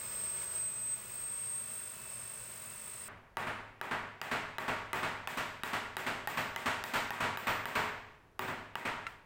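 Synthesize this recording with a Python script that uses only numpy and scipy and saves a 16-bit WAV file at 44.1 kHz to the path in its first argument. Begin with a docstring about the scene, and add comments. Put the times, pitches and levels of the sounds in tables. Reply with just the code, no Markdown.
"""Wire brushing, then nailing

A clamped drill spins a wire wheel against a small metal corner piece; its high gear whine sags under
load and, after a jump cut, climbs. The scene cuts to a small hammer tapping nails into a wooden frame
on a bench: each impact excites damped modes and the reverberation of a hard-walled workshop. A limiter
ducks at each blow and lets go a moment later, so the echo swells after the tap."""
import sys
import numpy as np
from scipy import signal
from scipy.fft import rfft, irfft, next_fast_len
from scipy.io import wavfile
from scipy.ndimage import uniform_filter1d

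SR = 44100
rng = np.random.default_rng(int(sys.argv[2]) if len(sys.argv) > 2 else 0)


def generate_wav(signal):
    """Clip the signal to [-1, 1] and save it as 16-bit WAV at the path in sys.argv[1]."""
    frames = np.transpose(np.atleast_2d(signal))
    scaled = np.clip(frames, -1, 1) * 32767
    pcm = np.round(scaled).astype(np.int16)
    wavfile.write(sys.argv[1], SR, pcm)


N = 407925
TIME = np.arange(N) / SR


def from_db(db):
    """Amplitude ratio of a level in decibels."""
    return np.exp(np.asarray(db) * np.log(10) / 20)


def unit_rms(x):
    """Normalisation to rms 1."""
    return x / np.sqrt(np.mean(x ** 2) + 1e-20)


def in_time(points):
    """Linear interpolation of a curve at every sample."""
    return np.interp(TIME, *np.transpose(points))


def at_hz(points, hz):
    """Interpolation on a log-frequency axis."""
    f, value = np.transpose(points)
    return np.interp(np.log(np.maximum(hz, 1)), np.log(f), value)


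def noise(spectrum, size=N):
    """Spectral shaping of white noise, rms 1."""
    padded = next_fast_len(size)
    gain = from_db(at_hz(spectrum, np.fft.rfftfreq(padded, 1 / SR)))
    return unit_rms(irfft(rfft(rng.standard_normal(padded)) * gain, padded)[:size])


def drift(rate_hz):
    """Random modulation, rms 1."""
    knots = rng.standard_normal(4000)
    return unit_rms(np.interp(TIME * rate_hz, np.arange(len(knots)), knots))


def band(x, hz, kind, order=2):
    """Butterworth low- or high-pass."""
    return signal.sosfilt(signal.butter(order, hz, kind, fs=SR, output="sos"), x)


def ring(modes, t, spread_db):
    """Modal superposition: damped sinusoids, each excited with a random strength."""
    out = np.zeros(len(t))
    for k, (hz, db, t60) in enumerate(modes):
        envelope = from_db(db + spread_db * rng.standard_normal() - 60 * t / t60)
        out += (-1) ** k * envelope * np.sin(2 * np.pi * hz * t)
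    return out


# still air of the workshop: (frequency [Hz], relative spectral level [dB])
AIR_SPECTRUM = [(20, 6), (50, 3.5), (100, -7), (300, -3.5), (1200, -10.5), (3000, -24), (8000, -32),
                (16000, -34.5)]
def room_air(level_db=-65):
    """Ambient noise: a stationary floor, strongest in the bass."""
    return from_db(level_db) * noise(AIR_SPECTRUM)


# colour of the reverberation: (frequency [Hz], relative spectral level [dB])
ECHO_SPECTRUM = [(40, -20), (75, -20), (130, -11.5), (240, -2.5), (310, -6.5), (500, -4), (700, -1),
                 (1200, 0.5), (1900, -0.5), (2800, -7), (4000, -16), (6000, -23), (8200, -18.5),
                 (10000, -27.5), (15500, -20)]
# its decay by 60 dB: (frequency [Hz], T60 [s])
ECHO_DECAY = [(60, 1.9), (200, 0.72), (700, 0.72), (2000, 0.75), (5000, 0.71), (9000, 0.52), (16000, 0.31)]
def echo(t, build_s=0.021):
    """Reverberation: dense reflections build up, then decay exponentially, the treble first."""
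    spectrum = rfft(noise(ECHO_SPECTRUM, size=len(t)))
    hz = np.fft.rfftfreq(len(t), 1 / SR)
    centres, t60s = np.transpose(ECHO_DECAY)
    out = np.zeros(len(t))
    for one_band, t60 in zip(np.eye(len(centres)), t60s):
        share = at_hz(np.column_stack([centres, one_band]), hz)
        out += irfft(spectrum * share, len(t)) * from_db(-60 * t / t60)
    return out * (1 - np.exp(-t / build_s))


# rush of the motor fan: (frequency [Hz], relative spectral level [dB])
FAN_SPECTRUM = [(24, -34), (40, -4.5), (84, -8.5), (119, -2.5), (223, -10.5), (334, -16.5), (384, -6.5),
                (425, -10.5), (624, -7), (764, -17), (935, -7), (2230, -10.5), (2570, -12), (4340, -17),
                (5000, -22), (6500, -53), (11000, -120)]
def fan_rush(pressing, level_db=-56.5, load_db=4.5):
    """Broadband flow noise, louder under load."""
    return noise(FAN_SPECTRUM) * from_db(level_db + load_db * pressing)


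# hiss of the wire tips: (frequency [Hz], relative spectral level [dB])
WIRE_SPECTRUM = [(2500, -31), (4500, -6.5), (7000, 0), (7900, 4), (8350, 16), (8900, 0.5), (10000, -2.5),
                 (12300, -5), (14000, 0), (15500, -1), (16500, -13)]
def wire_hiss(pressing, level_db=-54.0, load_db=4.5, turn_hz=47, swing=0.11, grain_db=0.5):
    """Friction noise: the wires hiss a little harder once a turn and much harder against the metal."""
    turning = 1 + swing * np.sin(2 * np.pi * turn_hz * TIME)
    hiss = noise(WIRE_SPECTRUM) * turning
    return hiss * from_db(level_db + load_db * pressing + grain_db * drift(400))


# lesser motor tones: (rotor multiple before rounding [1], loaded level [dB], free level [dB])
MOTOR_HARMONICS = [(1, -69.5, -72), (3, -67, -76), (12, -68, -67), (24, -64, -75.5), (36, -63.5, -68),
                   (38, -73, -99), (40, -78, -58.5), (48, -80, -81), (60, -66, -71), (72.8, -62, -65),
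                   (71.3, -56, -63)]
def motor_tones(rotor, load, waver_db=2.0, hum_hz=120.5, hum_db=-63):
    """Harmonics of the rotation, plus a housing hum that emerges as the load eases."""
    load = np.clip(load, 0, 1)
    out = np.zeros(N)
    for multiple, loaded_db, free_db in MOTOR_HARMONICS:
        db = load * loaded_db + (1 - load) * free_db
        out += from_db(db + waver_db * drift(9.11)) * np.sin(round(multiple) * rotor)
    hum = from_db(hum_db + waver_db * drift(6.1)) * np.sin(2 * np.pi * hum_hz * TIME)
    return np.sqrt(2) * (out + (1 - load) * hum)


def whine_pitch(working_hz=8334, sagged_hz=8243, after_cut_hz=8368, free_hz=8522):
    """Load torque slows the motor; at a jump cut the whine steps up, then climbs toward free speed."""
    push_s, sag_s = .37, .4
    jump_cut_s, step_s, climb_s = .96, .025, .8
    pushed = np.sin(np.pi / 2 * np.clip((TIME - push_s) / sag_s, 0, 1))
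    working = working_hz + (sagged_hz - working_hz) * pushed
    free = free_hz + (after_cut_hz - free_hz) * np.exp(-np.maximum(TIME - jump_cut_s, 0) / climb_s)
    after_cut = np.clip((TIME - jump_cut_s) / step_s + .5, 0, 1)
    return working + (free - working) * after_cut


# strength of the whine, shifting as hands and metal move about the wheel: (time [s], level [dB])
WHINE_LEVEL = [(0.0, -45.5), (0.24, -39), (0.54, -42.5), (0.56, -37), (0.68, -37.5), (0.72, -43),
               (0.94, -36), (0.97, -47), (1.06, -50), (1.19, -42), (1.59, -39.5), (1.65, -45.5),
               (1.77, -43), (1.99, -52.5), (2.14, -45.5), (2.59, -51), (3.04, -48), (3.08, -56)]
def gear_whine(phase, mains, load, gain_db=0.5, shimmer_db=0.5, judder_db=0.5):
    """Amplitude modulation: mains pulses make the gear tone flutter, scraping makes it judder."""
    level = in_time(WHINE_LEVEL)
    strong_db, strong_depth, growth = -37, 0.14, 1.13  # the flutter deepens as the whine fades
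    depth = np.minimum(strong_depth * from_db(growth * (strong_db - level)), 1)
    flutter = (1 + depth * np.cos(mains)) / np.sqrt(1 + depth ** 2 / 2)
    unsteady_db = shimmer_db * drift(150) + judder_db * load ** 2 * drift(32.6)
    return np.sqrt(2) * from_db(level + gain_db + unsteady_db) * flutter * np.sin(phase)


# how hard the wires scrape the metal: (time [s], load [1 = steady brushing])
WHEEL_LOAD = [(0, 1), (.35, 1), (.43, 1.53), (.48, 0.86), (.58, 1.1), (.63, 0.52), (.8, 0.33), (.97, 0.46)]
def drill(whine_order=39, mains_hz=50, wobble_rad=0.41, jitter_hz=1.6, uneven=0.1):
    """Rotating machinery: tones locked to the rotor, phase-modulated by the mains, over noise."""
    load = in_time(WHEEL_LOAD)
    mains = 2 * np.pi * mains_hz * TIME
    pitch = whine_pitch() + jitter_hz * drift(40.4)
    phase = 2 * np.pi * np.cumsum(pitch) / SR + wobble_rad * np.cos(mains)
    tones = gear_whine(phase, mains, load) + motor_tones(phase / whine_order, load)
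    pressing = load * (1 + uneven * drift(30.1))
    return tones + wire_hiss(pressing) + fan_rush(pressing)


# the hammer head set down lightly: (time [s], gain [dB])
LIGHT_CONTACTS = [(8.148, -55), (9.067, -26)]
# its clack: (frequency [Hz], level [dB], T60 [s])
CLACK_MODES = [(960, -18, 0.035), (1360, -8, 0.067), (1780, -15, 0.022), (2090, -4.5, .022),
               (2740, -10, .03), (3950, -24, .03)]
def hammer_touches(echo_db=-21, scuff_db=-16, scuff_s=0.0062):
    """Weak impacts excite a heavily damped clack, a scuff and a little reverberation."""
    t = np.arange(SR) / SR
    out = np.zeros(N + len(t))
    for s, db in LIGHT_CONTACTS:
        scuff = from_db(scuff_db) * band(rng.standard_normal(len(t)), 6300, "low") * np.exp(-t / scuff_s)
        tail = from_db(echo_db) * band(echo(t), 650, "high") * np.exp(-t / 0.18)
        start = round(s * SR)
        out[start:start + len(t)] += from_db(db) * (ring(CLACK_MODES, t, spread_db=1.5) + scuff + tail)
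    return out[:N]


# long resonances of bench and room: (frequency [Hz], level [dB], T60 [s])
BENCH_MODES = [(28, -48, 0.69), (39.8, -54, 0.58), (84, -46.5, 1.03), (104.1, -41, 1.6), (150, -39.5, 0.85),
               (374.6, -37.5, 0.72), (236.8, -38, 0.8), (260.4, -45, 0.91), (425, -37, 0.89),
               (624, -31.5, 0.68), (839, -42.5, 0.49), (877, -38.5, 0.84), (927, -29, 0.68),
               (973, -32, 0.76), (1123, -28.5, 0.75), (1248, -35, 0.51), (1403, -34.5, 0.83),
               (1870, -37, 0.6), (2546, -35.5, 0.76)]
def bench_and_room(t, common_echo, bass_db, echo_db=-16, bass_hz=400):
    """Free decay of modes and echo; half the echo's power changes with the hand and the blow."""
    tail = from_db(echo_db) * (common_echo + echo(t)) / np.sqrt(2) + ring(BENCH_MODES, t, spread_db=3.0)
    return tail + (from_db(bass_db) - 1) * band(tail, bass_hz, "low", order=1)


# the wooden frame's knock: (frequency [Hz], level [dB], T60 [s])
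FRAME_MODES = [(230, -22.5, 0.015), (353, -29, 0.031), (877, -17.5, 0.051), (1144, -11.5, 0.027),
               (1614, -11, 0.013), (1926, -18.5, 0.081), (2804, -14, 0.012), (3860, -25, 0.031),
               (4760, -28, 0.016)]
def frame_knock(t, detune=0.041):
    """Heavily damped modes of wood, their pitch shifted by the hand's grip."""
    return ring(FRAME_MODES, t * (1 + detune * rng.standard_normal()), spread_db=4.0)


def steel_crack(t, contact_s=0.00017, tick_db=-12, tick_s=0.00067, split_hz=3600):
    """Brief contact of steel on the nail gives a broad spectrum: a pulse below, a noisy tick above."""
    pulse = band((1 - t / contact_s) * np.exp(-t / contact_s), split_hz, "low")
    tick = band(rng.standard_normal(len(t)), split_hz, "high") * np.exp(-t / tick_s)
    return pulse + from_db(tick_db) * tick


# ring of the hammer head, varying with how squarely it lands: (frequency [Hz], level [dB], T60 [s])
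HEAD_MODES = [(12340, -51, .6), (14300, -50, .55)]
# blows on the nails: (time [s], gain [dB], treble gain [dB], centre of a narrow treble peak [Hz])
HAMMER_BLOWS = [(2.85, -14, -6, 9400), (3.37, -11.5, -4, 9350), (3.8135, -9, -4, 9400),
                (4.2154, -7.5, 0, 15500), (4.5834, -8, -1.5, 15400), (4.9312, -8.5, 0, 15700),
                (5.274, -10, 4, 14700), (5.6345, -9.5, 2.5, 14250), (5.968, -9, 2, 14250),
                (6.2736, -8, 2, 14250), (6.5617, -6.5, 3, 15800), (6.839, -6.5, 5, 14100),
                (7.1058, -6, 1.5, 14100), (7.373, -5.5, 1, 14900), (7.6558, -4.5, 0.5, 14500),
                (8.393, -14.5, -0.5, 15300), (8.7548, -9, -1.5, 15000)]
def hammer(usual_db=-9.5, bright_hz=3200, peak_db=7.5, peak_half_width_hz=71):
    """Impulse excitation: each blow cracks on the nail and sets frame, head, bench and room ringing."""
    t = np.arange(3 * 2 ** 14) / SR
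    hz = np.fft.rfftfreq(len(t), 1 / SR)
    treble = hz ** 4 / (hz ** 4 + bright_hz ** 4)
    fade = np.minimum(1, 10 * (t[-1] - t))
    common_echo = echo(t)
    out = np.zeros(N + len(t))
    for s, db, bright_db, peak_hz in HAMMER_BLOWS:
        lighter_db = usual_db - db  # light taps are rounder, and their treble peak stands out more
        blow = steel_crack(t) + bench_and_room(t, common_echo, bass_db=max(lighter_db, 0))
        blow += frame_knock(t)
        # a firmly seated nail gives a brighter blow; one narrow high peak colours each blow
        peak_shape = 1 / (1 + 1j * (hz - peak_hz) / peak_half_width_hz)
        treble_peak = 1 + (from_db(peak_db + 2 * lighter_db) - 1) * peak_shape
        blow = irfft(rfft(blow) * from_db(bright_db * treble) * treble_peak, len(t))
        blow += from_db(bright_db) * ring(HEAD_MODES, t, spread_db=11.0)
        start = round(s * SR)
        out[start:start + len(t)] += from_db(db) * blow * fade
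    return out[:N]


def limiter(x, ceiling_db=-22.0, sense_hz=9000, ahead_s=.007, hold_s=.096):
    """Look-ahead limiting: the gain ducks before a peak, holds, then lets go at once."""
    block = SR // 1000
    sensed = np.abs(band(x, sense_hz, "low", order=1))
    peaks = np.pad(sensed, (0, -len(x) % block)).reshape(-1, block).max(axis=1)
    ceiling, ahead = from_db(ceiling_db), round(ahead_s * SR / block)
    held, age, gains = ceiling, 0, np.ones(len(peaks))
    for i in range(len(peaks)):
        coming = max(peaks[i:i + ahead].max(), ceiling)
        age += block / SR
        depth = min(held / ceiling - 1, 1)  # a shallow duck is held only briefly
        if coming > held or age > hold_s * depth + ahead_s:
            held, age = coming, 0
        gains[i] = ceiling / held
    return x * uniform_filter1d(np.repeat(gains, block)[:len(x)], size=2 * block)


def scene(cut_s=3.081, fade_s=.004):
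    """A rapid crossfade from drill to hammer; only the tail of the first blow is heard."""
    crossfade = np.clip((TIME - cut_s) / fade_s, 0, 1)
    brushing = drill()
    nailing = hammer() + hammer_touches() + room_air()
    return ((1 - crossfade) * brushing + crossfade * nailing)[None]


def record(dry, cutoff_hz=15900):
    """Peak limiting, then band limiting by a steep elliptic low-pass."""
    low_pass = signal.ellip(10, .1, 70, cutoff_hz, fs=SR, output="sos")
    return signal.sosfilt(low_pass, limiter(dry[0]))[None]


dry = scene()
out = record(dry)
generate_wav(out)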